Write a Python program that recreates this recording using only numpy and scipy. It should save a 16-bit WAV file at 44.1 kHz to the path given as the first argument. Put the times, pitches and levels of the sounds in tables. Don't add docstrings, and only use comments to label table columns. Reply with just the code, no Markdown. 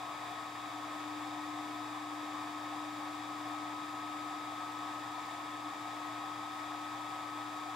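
import sys
import numpy as np
from scipy import signal
from scipy.fft import rfft, irfft, next_fast_len
from scipy.io import wavfile

SR = 44100
rng = np.random.default_rng(int(sys.argv[2]) if len(sys.argv) > 2 else 0)


def store_wav(level_fs):
    pcm = np.round(np.clip(np.atleast_2d(level_fs), -1, 1) * 32767)
    wavfile.write(sys.argv[1], SR, pcm.T.astype(np.int16))


N = 341775

# t/s, rms level/dB, left minus right/dB
MICRO_STEP_TONE = [(0, -55, 5.2), (.67, -53.5, 5.2), (.86, -51.5, 5), (1.1, -45.5, 4.9), (2.0, -47, 4.7),
                   (3.5, -47, 4.5), (5.6, -52, 4), (5.9, -50.5, 5.3), (7.75, -50.5, 5.4)]
# t/s, fade time/s, braking lead/s, braking jolt/dB, restart delay/s,
# restart jolt/dB, delay of first belt tooth/s
REVERSALS = [(0.70, .018, .025, -53, .07, -58, .04), (5.737, .022, .065, -48, .075, -58, .23)]
# f/full-step rate, outward/dB, homeward/dB, left minus right/dB
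STEP_PARTIALS = [ (14, -72, -73, 5), (15, -66, -73, 4), (15.5, -76, -83, 3), (16.5, -75, -75, 7),
                 (17, -70, -76, 5), (18, -74, -71, 4), (19, -78, -86, 6), (20, -78, -84, 5),
                 (160, -82, -88, 3), (176, -86, -73, 0), (288, -86, -92, 5), (320, -87, -92, 6), ]
# t/s, f/Hz
BLADE_RATE = [(0, 1273), (1.2, 1271.9), (4.7, 1273.8), (5.75, 1271.9), (7.3, 1274.7), (7.75, 1275.2)]
# t/s, rms level/dB
BLADE_LEVEL = [(0, -50.5), (1.2, -51.5), (2.8, -50), (3.6, -48), (4.8, -47.3), (5.6, -49.5), (6.2, -47.5),
               (7.75, -47)]
# f/shaft rate, level/dB re mean blade tone, left minus right/dB, left phase lead/rad
FAN_HARMONICS = [(1, -28, 3, 0), (7, 0, 5.5, .8), (14, -22, -8, .6), (21, -16.5, 2, .2), (28, -32, 4, 0)]
# f/Hz, spectral density level/dB
AIR_SPECTRUM = [(25, -102), (70, -98), (130, -89.5), (420, -90), (660, -84.5), (720, -77), (1240, -76),
                (1320, -83), (2500, -87), (2950, -92), (4200, -95), (8400, -99), (10500, -108),
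                (15700, -112)]
# f/Hz, width/Hz, left gain/dB, right gain/dB
RESONANCES = [ (257, 9.7, -5, -5), (338, 48, 3, 2.5), (450, 33, 4, 4), (546, 12, 5, 4.5), (601, 15, 6, 4),
              (652, 21, 8.5, 7), (716, 29, 7.5, 5), (772.4, 35, 7, 6.5), (802, 18, 0.5, 2),
              (884, 19, 5, 5.5), (930, 10, -3, 0), (980, 7.6, -0.5, 0), (1005, 42, 5.5, 2.5),
              (1053, 18, 0.5, 4.5), (1085, 22, 4.5, 5.5), (1114, 18, 9, 7), (1150, 13, -8, 4),
              (1165, 15, 11.5, 4), (1198, 14, 4, 9.5), (1218, 16, -3, -1), (1630, 50, -2, 0.5),
              (1775, 106, 5.5, 5), (1892, 35, 10, 1), (2254, 88, 4.5, 2.5), (2406, 43, 5.5, 3),
              (2840, 30, -4, 2), (3520, 434, 9.5, 10), (4800, 530, 4, 4), (7000, 180, 6, 4.5),
              (11750, 1400, 2, 3), ]
# f/Hz, coherence (0-1), left minus right/dB, left phase lead/rad
AIR_COHERENCE = [(40, 0.4, 0, 0), (130, 0.96, 5, -0.21), (716, 0.92, 2.5, -0.28), (1300, 0.62, 2, -0.46),
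                 (2180, 0.66, -1.5, -0.42), (2850, 0.36, -1, 0), (3790, 0.93, 3, 0.085),
                 (4270, 0.4, 2.5, -0.22), (4860, 0.75, 3, 0.11), (6200, 0.16, 1, -1),
                 (7800, 0.73, 0.5, -0.38), (9600, 0.4, 3.5, -0.59), (10200, 0.7, 4, -.4),
                 (10600, 1, 0.5, 0)]
# f/Hz, rms level/dB
MAINS_PARTIALS = [(57.9, -88), (86.8, -84), (116.15, -64), (119.9, -78.5)]

FULL_STEP_HZ, MICRO_STEPS = 18.75, 16
BRAKE_S, RESTART_S = .013, .04
STEPS_PER_TOOTH = 200 / 16
TOOTH_DB, TOOTH_SKEW = -67.5, .42
BLADES, HARMONIC_FADE_DB = 7, 3.0
ROOM_T60_S, ROOM_SHARE, ROOM_DULL_HZ = .3, .25, 7500
CUTOFF_HZ = 15720
SIDE = np.array([[.5], [-.5]])


def stepper():
    t = np.arange(N) / SR
    drive, jolts, swing = np.ones(N), np.zeros(N), np.zeros(N)
    for turn_s, fade_s, before_s, brake_db, after_s, restart_db, tooth_s in REVERSALS:
        mesh_phase = 2 * np.pi * FULL_STEP_HZ / STEPS_PER_TOOTH * (t - turn_s - tooth_s)
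        swing = np.where(t > turn_s, np.sin(mesh_phase) + TOOTH_SKEW * np.sin(2 * mesh_phase), swing)
        drive *= np.clip((t - turn_s) / fade_s, -1, 1)
        jolts += from_db(brake_db) * np.exp(-((t - turn_s + before_s) / BRAKE_S) ** 2)
        jolts += from_db(restart_db) * np.exp(-((t - turn_s - after_s) / RESTART_S) ** 2)
    phase = 2 * np.pi * FULL_STEP_HZ * t
    level_db, pan_db = in_time(MICRO_STEP_TONE)
    envelope = from_db(level_db) + jolts + from_db(TOOTH_DB) * swing
    hum = envelope * tone(MICRO_STEPS * phase, 0, pan_db)
    for order, outward_db, homeward_db, pan_db in STEP_PARTIALS:
        dispersion = .3 * (order - MICRO_STEPS) ** 2
        hum += tone(order * phase + dispersion, np.where(drive > 0, homeward_db, outward_db), pan_db)
    return drive * hum


def fan_tones():
    (blade_hz,), (blade_db,) = in_time(BLADE_RATE), in_time(BLADE_LEVEL)
    shaft_phase = 2 * np.pi * np.cumsum(blade_hz + .2 * drift(3)) / SR / BLADES
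    fading_db = blade_db.mean() - HARMONIC_FADE_DB * np.linspace(-.5, .5, N)
    whine = np.zeros((2, N))
    for order, relative_db, pan_db, lead in FAN_HARMONICS:
        level_db = (blade_db if order == BLADES else fading_db) + relative_db + .97 * drift(12.5)
        whine += tone(order * shaft_phase, level_db, pan_db, lead)
    return whine


def air_rush():
    size = next_fast_len(N)
    hz = np.arange(size // 2 + 1) * SR / size
    noise = rfft(rng.standard_normal((3, size)))
    source, scatter = noise[0], noise[1:]
    diffuse = diffuse_field(source, scatter, hz, size)
    coherence, pan_db, lead = at_hz(AIR_COHERENCE, hz)
    direct = source * np.exp(1j * lead * SIDE)
    field = np.sqrt(coherence) * direct + np.sqrt(1 - coherence) * diffuse
    level_db = at_hz(AIR_SPECTRUM, hz)[0] + pan_db * SIDE
    for centre_hz, width_hz, left_db, right_db in RESONANCES:
        level_db += np.array([[left_db], [right_db]]) / (1 + (2 * (hz - centre_hz) / width_hz) ** 2)
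    rush = irfft(field * from_db(level_db) * np.sqrt(SR / 2), size)[:, :N]
    return rush * from_db(.23 * drift(2.2))


def diffuse_field(source, scatter, hz, size):
    tails = rng.standard_normal((2, SR // 2)) * from_db(-60 * np.arange(SR // 2) / SR / ROOM_T60_S)
    tails /= np.sqrt(np.sum(tails ** 2, axis=1, keepdims=True))
    echo = rfft(tails, size) * source
    share = ROOM_SHARE / (1 + (hz / ROOM_DULL_HZ) ** 2)
    return np.sqrt(share) * echo + np.sqrt(1 - share) * scatter


def mains_motor():
    t = np.arange(N) / SR
    return sum(tone(2 * np.pi * hz * t, db + .95 * drift(4.9), pan_db=3.5) for hz, db in MAINS_PARTIALS)


def tone(phase, rms_db, pan_db, lead=0):
    return np.sqrt(2) * from_db(rms_db + pan_db * SIDE) * np.cos(phase + lead * SIDE)


def drift(corner_hz):
    pole = np.exp(-2 * np.pi * corner_hz * 40 / SR)
    slow = signal.lfilter([1], [1, -2 * pole, pole * pole], rng.standard_normal(N // 40 + 2002))[2000:]
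    return np.interp(np.arange(N) / 40, np.arange(len(slow)), slow / slow.std())


def from_db(db):
    return 10 ** (np.asarray(db) / 20)


def in_time(rows):
    times, *columns = np.transpose(rows)
    return [np.interp(np.arange(N) / SR, times, column) for column in columns]


def at_hz(rows, hz):
    centres, *columns = np.transpose(rows)
    return [np.interp(np.log(hz + 1), np.log(centres), column) for column in columns]


def scene():
    return stepper() + fan_tones() + mains_motor() + air_rush()


def record(dry):
    return signal.sosfilt(signal.ellip(12, .2, 80, CUTOFF_HZ, fs=SR, output="sos"), dry)


dry = scene()
out = record(dry)
store_wav(out)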